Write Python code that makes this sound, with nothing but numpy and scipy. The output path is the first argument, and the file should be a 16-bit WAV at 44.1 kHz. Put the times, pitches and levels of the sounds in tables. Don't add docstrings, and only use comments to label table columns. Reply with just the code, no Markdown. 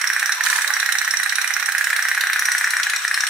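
import sys
import numpy as np
from scipy import signal
from scipy.fft import rfft, irfft, next_fast_len
from scipy.io import wavfile
from scipy.ndimage import uniform_filter1d

SR = 44100
rng = np.random.default_rng(int(sys.argv[2]) if len(sys.argv) > 2 else 0)


def put_to_file(sound):
    columns = np.atleast_2d(sound).T
    safe = np.clip(columns, -1, 1)
    whole_steps = np.round(safe * 32767)
    wavfile.write(sys.argv[1], SR, whole_steps.astype(np.int16))


def undo_db(level):
    steps = np.asarray(level, float) / 20
    return 10 ** steps


N = 145089
LEAD = SR // 10
LEFT_RIGHT = np.array([[0.5], [-0.5]])

# t/s, nearness/dB, left over right/dB, lag of left/samples
COURSE = [
    (0, 3.5, -5, 1.25),
    (.6, 2.5, -6, 1.73),
    (1.2, 1, -6.5, 2),
    (1.7, 1.5, -5.5, 1.64),
    (2.3, 4.5, -2.5, 0.15),
    (2.8, 2, 0.5, 0),
    (3.29, 2.5, 1.5, 0.17),
]
# f/Hz, correlation/1
ROOM_ALIKE = [(300, 1), (700, 0.84), (1400, 0.6), (3000, 0.11), (8000, 0.054)]
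# f/Hz, left over right/dB
ROOM_BALANCE = [(300, 6), (1500, -0.5), (4000, 2), (9000, -5), (15000, 3)]

POP_DB, POP_HZ, POP_WIDE_HZ = -7, 1709, 520
SNAP_DB, SNAP_RISE_S, SNAP_T60_S = -1.5, 0.0029, 0.077
HULL_SPREAD = 0.013


def unit(x):
    return x / np.sqrt(np.mean(x ** 2) + 1e-20)


def at(points, s):
    return np.interp(s, *np.transpose(points)[:2])


def along(points, hz):
    f, v = np.transpose(points)
    return np.interp(np.log(hz + 1), np.log(f + 1), v)


def filtered(x, response):
    m = next_fast_len(x.shape[-1] + 8192)
    return irfft(rfft(x, m) * response(np.fft.rfftfreq(m, 1 / SR)), m)[..., :x.shape[-1]]


def peak(f, hz, wide_hz):
    return 1j * f * wide_hz / (hz * hz - f * f + 1j * f * wide_hz)


def grain(db, smooth):
    return undo_db(db * unit(uniform_filter1d(rng.standard_normal(N), size=smooth)))


def pair(noises, alike, balance):
    def mid_side(f):
        turn = np.arccos(np.clip(along(alike, f), -1, 1)) / 2
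        return np.array([np.cos(turn), np.sin(turn)])

    mid, side = filtered(noises, mid_side)
    return filtered(np.array([mid + side, mid - side]), lambda f: undo_db(along(balance, f) * LEFT_RIGHT))


def air():
    # f/Hz, level/dB
    tone = [(30, 23), (120, -1), (260, -14), (500, -15.5), (800, -7), (1500, 9.5), (3000, 1.5),
            (16000, -12)]
    noise = pair(grain(2.5, 300) * rng.standard_normal((2, N)), ROOM_ALIKE, ROOM_BALANCE)
    return undo_db(-28) * unit(filtered(noise, lambda f: undo_db(along(tone, f))))


def kitchen(boat):
    # f/Hz, T60/s
    decay = [(500, 1), (1700, 0.61), (5000, 0.87), (10000, 0.22), (14000, 0.7)]
    # f/Hz, level/dB
    tone = [(300, 0.5), (1700, -0.5), (3900, 1.5), (4800, -6), (5800, 0.5), (10000, 4.5), (15000, -1.5)]
    level_db, step_s, predelay = -2.5, 0.3035, 400
    x = boat.mean(0)
    x = np.concatenate([x[LEAD:][:SR // 2], x])
    step = round(step_s * SR)
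    padded = np.pad(x, (step, 2 * step))
    fade = np.sin(np.pi * np.arange(2 * step) / (2 * step))
    out = np.zeros((2, len(x) + 2 * SR))
    for start in range(-step, len(x), step):
        hz, t, z = signal.stft(rng.standard_normal((2, SR * 3 // 4)), SR, nperseg=256)
        dying = z * undo_db(-60 * t / along(decay, hz)[:, None])
        tail = signal.istft(dying, SR, nperseg=256)[1]
        tail = filtered(pair(tail, ROOM_ALIKE, ROOM_BALANCE), lambda f: undo_db(along(tone, f)))
        piece = (padded[start + step:][:2 * step] * fade)[None]
        wet = signal.fftconvolve(piece, tail / np.linalg.norm(tail[0]), axes=1)
        first = start + predelay
        out[:, max(first, 0):][:, :wet.shape[1] + min(first, 0)] += wet[:, max(-first, 0):]
    return undo_db(level_db) * out[:, SR // 2:][:, :len(x) - SR // 2]


def bowl(boat):
    # t/s, level/dB
    echoes = [(.0044, -32.5), (.0062, -14), (.0108, -29), (.017, -33)]
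    out = boat.copy()
    for k, (s, db) in enumerate(echoes):
        late = np.pad(boat, ((0, 0), (round(s * SR) + k, 0)))
        out += undo_db(db) * late[:, :boat.shape[1]]
    return out


def gurgles():
    # t/s, f/Hz, level/dB, length/s
    bubbles = [
        (0.364, 988, -16.5, 0.066),
        (0.473, 480, -32, 0.085),
        (0.479, 723, -41, 0.041),
        (0.529, 866, -21, 0.079),
        (0.553, 970, -22, 0.075),
        (0.605, 817, -37, 0.058),
        (0.616, 520, -39, 0.069),
        (0.654, 590, -26.5, 0.051),
        (0.694, 847, -22, 0.047),
        (0.675, 1160, -13.5, 0.062),
    ]
    rise, waver_rad = 0.01, 3.5
    out = np.zeros(N)
    for s, hz, db, length in bubbles:
        t = np.arange(round(length * SR)) / SR
        waver = waver_rad / 2 * unit(uniform_filter1d(rng.standard_normal(SR // 8), size=900))[:len(t)]
        phase = 2 * np.pi * hz * t * (1 + rise * t / length / 2) + waver
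        out[round(s * SR):][:len(t)] += undo_db(db) * np.sin(np.pi * t / length) * np.sin(phase)
    return out * undo_db(-12 + np.array([[-0.6], [0.6]]))


def sizzle():
    # f/Hz, level/dB
    tone = [(500, -30), (1000, -7), (3000, -16.5), (6000, -15), (9500, -16), (11500, -21), (13000, -27)]
    start_s, rise_s, hold_s, t60_s = 0.429, 0.022, 0.093, 0.98
    level_db, balance_db = -23.5, -4.5
    t = np.arange(N) / SR - start_s
    shape = np.clip(t / rise_s, 0, 1) * undo_db(-60 * np.clip(t - hold_s, 0, None) / t60_s)
    hiss = grain(4, 50) * rng.standard_normal((2, N))
    hiss = unit(filtered(hiss, lambda f: undo_db(along(tone, f))))
    return undo_db(level_db + balance_db * LEFT_RIGHT) * shape * hiss


def add(track, s, sound, treble):
    t, near_db, pan_db, lag = np.transpose(COURSE)
    pan = np.interp(s, t, pan_db) * (1.7 if treble else 1) / 2
    closer_db = 0 if treble else np.interp(s, t, near_db)
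    left_late = round(np.interp(s, t, lag))
    for side, gain_db, late in ((0, pan, left_late), (1, -pan, 0)):
        part = track[side, round(s * SR) + LEAD + late:][:sound.shape[-1]]
        part += undo_db(gain_db + closer_db) * sound[side][:len(part)]


def knock(db, detune):
    t = np.arange(SR // 50) / SR
    u = np.pi * POP_WIDE_HZ * t
    wave = u * np.exp(1 - u) * np.sin(2 * np.pi * POP_HZ * (1 + 0.017 * detune) * t)
    return undo_db(db) * np.array([wave, wave])


def thud(db):
    wide_hz, t60_s, scatter = 637, 0.031, 0.036
    t = np.arange(SR // 20) / SR
    hz = POP_HZ * (1 + scatter * rng.standard_normal())
    burst = rng.standard_normal(len(t)) * (1 - np.exp(-t / SNAP_RISE_S)) * undo_db(-60 * t / t60_s)
    wave = filtered(burst, lambda f: peak(f, hz, wide_hz) ** 2)
    return undo_db(db) * np.array([wave, wave]) / np.std(wave[:SR // 90])


def ring(modes, db, phase_spread):
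    rise_s, scatter_db = 0.00042, 3
    t = np.arange(SR // 20) / SR
    chances = rng.standard_normal((len(modes), 4))
    sound = np.zeros((2, len(t)))
    for (hz, level_db, t60), (louder, detune, turn, apart) in zip(modes, chances):
        phase = 3 * turn + phase_spread * apart * LEFT_RIGHT
        wave = np.sin(2 * np.pi * hz * (1 + HULL_SPREAD * detune) * t + phase)
        sound += undo_db(level_db + scatter_db * louder - 60 * t / t60) * wave
    return undo_db(db) * sound * (1 - np.exp(-t / rise_s))


def turned(s):
    # f/Hz, level/dB, T60/s
    tin = [(4070, -13, 0.016), (5310, -5, 0.017), (5783, 3, 0.02), (8250, -4, 0.0083)]
    # t/s, lower over upper ring/dB
    turning = [(0, 1), (1.65, 0.5), (1.8, 20), (1.92, 7), (2.1, -1.5), (2.6, 4), (3.05, 8), (3.14, 16),
               (3.29, 0)]
    lean_db = at(turning, s) / 2
    return [(hz, db + lean_db * lean, t60) for (hz, db, t60), lean in zip(tin, (0, 1, -1, 0))]


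def rattle(s, db, rise_s, t60, low_hz=300):
    # f/Hz, width/Hz, level/dB
    hull_modes = [(1600, 1180, -0.5), (2460, 3060, -4), (3873, 910, 0), (5560, 1380, -1), (6490, 610, -1.5),
                  (8360, 1770, -1.5), (8820, 280, -3.5), (10070, 3700, -1), (13780, 4700, -6)]
    # t/s, level/dB
    facing = [(0, -6.5), (1, -8.5), (1.8, -4), (2.5, -5.5), (2.9, -14), (3.29, -14)]
    hold_s, alike, facing_hz, edge_hz = 0.0094, 0.45, 9660, 5500
    crack_db, crack_s, crack_rise_s = 2, 0.0012, 0.0003
    fill_db, scatter_db = -13.5, 3
    t = np.arange(SR // 12) / SR
    noise = rng.standard_normal((3, len(t)))
    shape = (1 - np.exp(-t / rise_s)) * undo_db(-60 * t / t60) / (1 + (t / hold_s) ** 4)
    shape += undo_db(crack_db) * (1 - np.exp(-t / crack_rise_s)) * np.exp(-t / crack_s)
    burst = (np.sqrt(alike) * noise[0] + np.sqrt(1 - alike) * noise[1:]) * shape
    vary, shift = rng.standard_normal((2, len(hull_modes)))
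    top = undo_db(at(facing, s)) - 1

    def hull(f):
        body = undo_db(fill_db)
        for (hz, wide_hz, level_db), v, p in zip(hull_modes, vary, shift):
            body = body + undo_db(level_db + scatter_db * v) * peak(f, hz * (1 + HULL_SPREAD * p), wide_hz) ** 2
        low_cut = (1j * f / (low_hz + 1j * f)) ** 2
        return body * low_cut * (1 + top / (1 + (facing_hz / (f + 1)) ** 6))

    sound = filtered(burst, hull)
    treble = filtered(sound.mean(0), lambda f: f > edge_hz)[:SR // 110]
    return undo_db(db) * sound / np.std(treble)


def pop(out, s):
    # t/s after the pop, level/dB
    rebounds = [
        (.0042, -12),
        (.0108, -17),
    ]
    # f/Hz, level/dB, T60/s
    after = [(793, -31.5, 0.04), (1469, -19, 0.039), (1680, -14.5, 0.032), (1860, -16.5, 0.037),
             (2047, -21, 0.061), (2400, -18, 0.029), (2960, -28.5, 0.011), (3950, -20, 0.012)]
    # t/s, level/dB
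    after_course = [(0, -3.5), (.35, 2), (.6, 0), (1, 1), (1.5, 4.5), (1.9, 1.5), (2.45, -1), (2.9, 4),
                    (3.29, 2.5)]
    creak_s, creak_db, creak_spread_s = 0.0045, -16, 0.001
    tick_db, tick_t60_s, tick_hz = -25.5, 0.057, 7400
    c = rng.standard_normal(5)
    creak = knock(POP_DB + creak_db + 3 * c[1], 2 * c[2])
    add(out, s - creak_s + creak_spread_s * c[0], creak, False)
    add(out, s, knock(POP_DB - 0.5 * c[3], c[4]), False)
    add(out, s, rattle(s, POP_DB + tick_db, SNAP_RISE_S / 2, tick_t60_s, tick_hz), True)
    add(out, s + 0.000985, ring(after, POP_DB + at(after_course, s), 0.45), False)
    for later, loss_db in rebounds:
        a, b = rng.standard_normal(2)
        add(out, s + later + 0.00046 * a, knock(POP_DB + loss_db + 2 * b, a - 1), False)


def snap_back(out, s, back, ring_db, rattle_db, thud_db):
    c = rng.standard_normal(2)
    own_db = thud_db - at(COURSE, s)
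    add(out, back - 0.002429, thud(own_db - 3.5), False)
    add(out, back - 0.0005, knock(own_db + 4.5 + c[1], 2 * c[0]), False)
    add(out, back - 0.0003, rattle(s, rattle_db + SNAP_DB, SNAP_RISE_S, SNAP_T60_S, 2280), True)
    add(out, back - 0.0003, ring(turned(back), ring_db + 6.5, 0.31), True)


def engine():
    # pop t/s, snap-back delay/ms, ring level/dB, rattle level/dB, thud level/dB
    strokes = [(-0.0177, 31.4, -24, -26, -19), (0.0418, 31.6, -22, -26, -23),
               (0.101, 32.2, -24, -27, -23), (0.1636, 31.6, -28, -26, -24),
               (0.2275, 31.3, -23, -26, -20), (0.2933, 28.1, -21, -26, -19),
               (0.4082, 29.2, -24, -25, -26), (0.4688, 31.5, -28, -24, -21),
               (0.5284, 31.4, -28, -25, -20), (0.5874, 31.2, -28, -25, -21),
               (0.6451, 31.3, -22, -25, -27), (0.7041, 33.5, -18, -29, -22),
               (0.7667, 32.4, -19, -26, -21), (0.8286, 31.9, -23, -26, -18),
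               (0.89, 32.1, -22, -22, -22), (0.9525, 32.5, -20, -24, -24),
               (1.0148, 31.8, -21, -29, -24), (1.0769, 32.3, -18, -25, -28),
               (1.1383, 32.3, -19, -27, -27), (1.1988, 33.2, -30, -24, -20),
               (1.2607, 33.9, -21, -29, -25), (1.3238, 31.6, -19, -26, -28),
               (1.384, 31.2, -30, -25, -21), (1.4434, 32.3, -26, -27, -21),
               (1.5057, 31.7, -21, -24, -26), (1.5653, 32.3, -26, -28, -18),
               (1.6261, 33.1, -22, -26, -19), (1.6879, 32.7, -27, -26, -21),
                    (1.7494, 31.6, -27, -24, -18), (1.81, 32.3, -26, -24, -20),
                    (1.8705, 32.1, -29, -27, -16), (1.9301, 33.2, -24, -25, -18),
                    (1.9919, 32.7, -25, -28, -21), (2.0524, 33, -25, -24, -19),
                    (2.1147, 33.1, -27, -28, -18), (2.1762, 32.7, -26, -24, -18),
                    (2.2372, 33.5, -22, -31, -17), (2.2989, 32.9, -22, -25, -17),
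                    (2.3604, 33, -21, -23, -18), (2.4225, 32.4, -19, -22, -20),
                    (2.4857, 31.9, -19, -23, -17), (2.5496, 31.1, -21, -22, -23),
                    (2.6108, 32.1, -24, -26, -13), (2.6735, 31.6, -21, -23, -27),
                    (2.7356, 32.4, -21, -28, -16), (2.799, 32.9, -19, -24, -26),
                    (2.8678, 29.7, -27, -25, -17), (2.9347, 26.9, -21, -25, -22),
                    (3.0494, 29.3, -22, -25, -20), (3.1123, 30.2, -19, -26, -17),
                    (3.1753, 30.8, -20, -26, -20), (3.2365, 31.5, -20, -25, -27)]
    # t/s, level/dB
    misfires = [
        (.348, -27),
        (.371, -31),
        (.462, -20),
        (2.988, -27),
        (3.021, -27),
        (3.043, -25),
    ]
    out = np.zeros((2, N + LEAD))
    for s, back_ms, ring_db, rattle_db, thud_db in strokes:
        pop(out, s)
        snap_back(out, s, s + back_ms / 1000, ring_db, rattle_db, thud_db)
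    for s, db in misfires:
        add(out, s, rattle(s, db - 8.5 + SNAP_DB, SNAP_RISE_S, SNAP_T60_S), True)
    return out


def scene():
    boat = engine()
    return (bowl(boat) + kitchen(boat))[:, LEAD:] + sizzle() + gurgles() + air()


def roll_off(x):
    return signal.sosfilt(signal.butter(12, 16970, fs=SR, output="sos"), x)


def record(dry):
    ceiling, mono_hz, mic_hz, top_hz = 0.72, 560, 478, 15600
    soft = dry / (1 + np.abs(dry / ceiling) ** 4) ** (1 / 4)

    def narrow(f):
        return 1 - 0.94 / (1 + (f / mono_hz) ** 6) / (1 + (130 / (f + 1)) ** 4)

    def microphone(f):
        return (1j * f / (mic_hz + 1j * f)) ** 3 / (1 + (f / top_hz) ** 90)

    side = filtered((soft[0] - soft[1]) / 2, narrow)
    stereo = soft.mean(0) + np.array([side, -side])
    return roll_off(filtered(stereo, microphone))


dry = scene()
out = record(dry)
put_to_file(out)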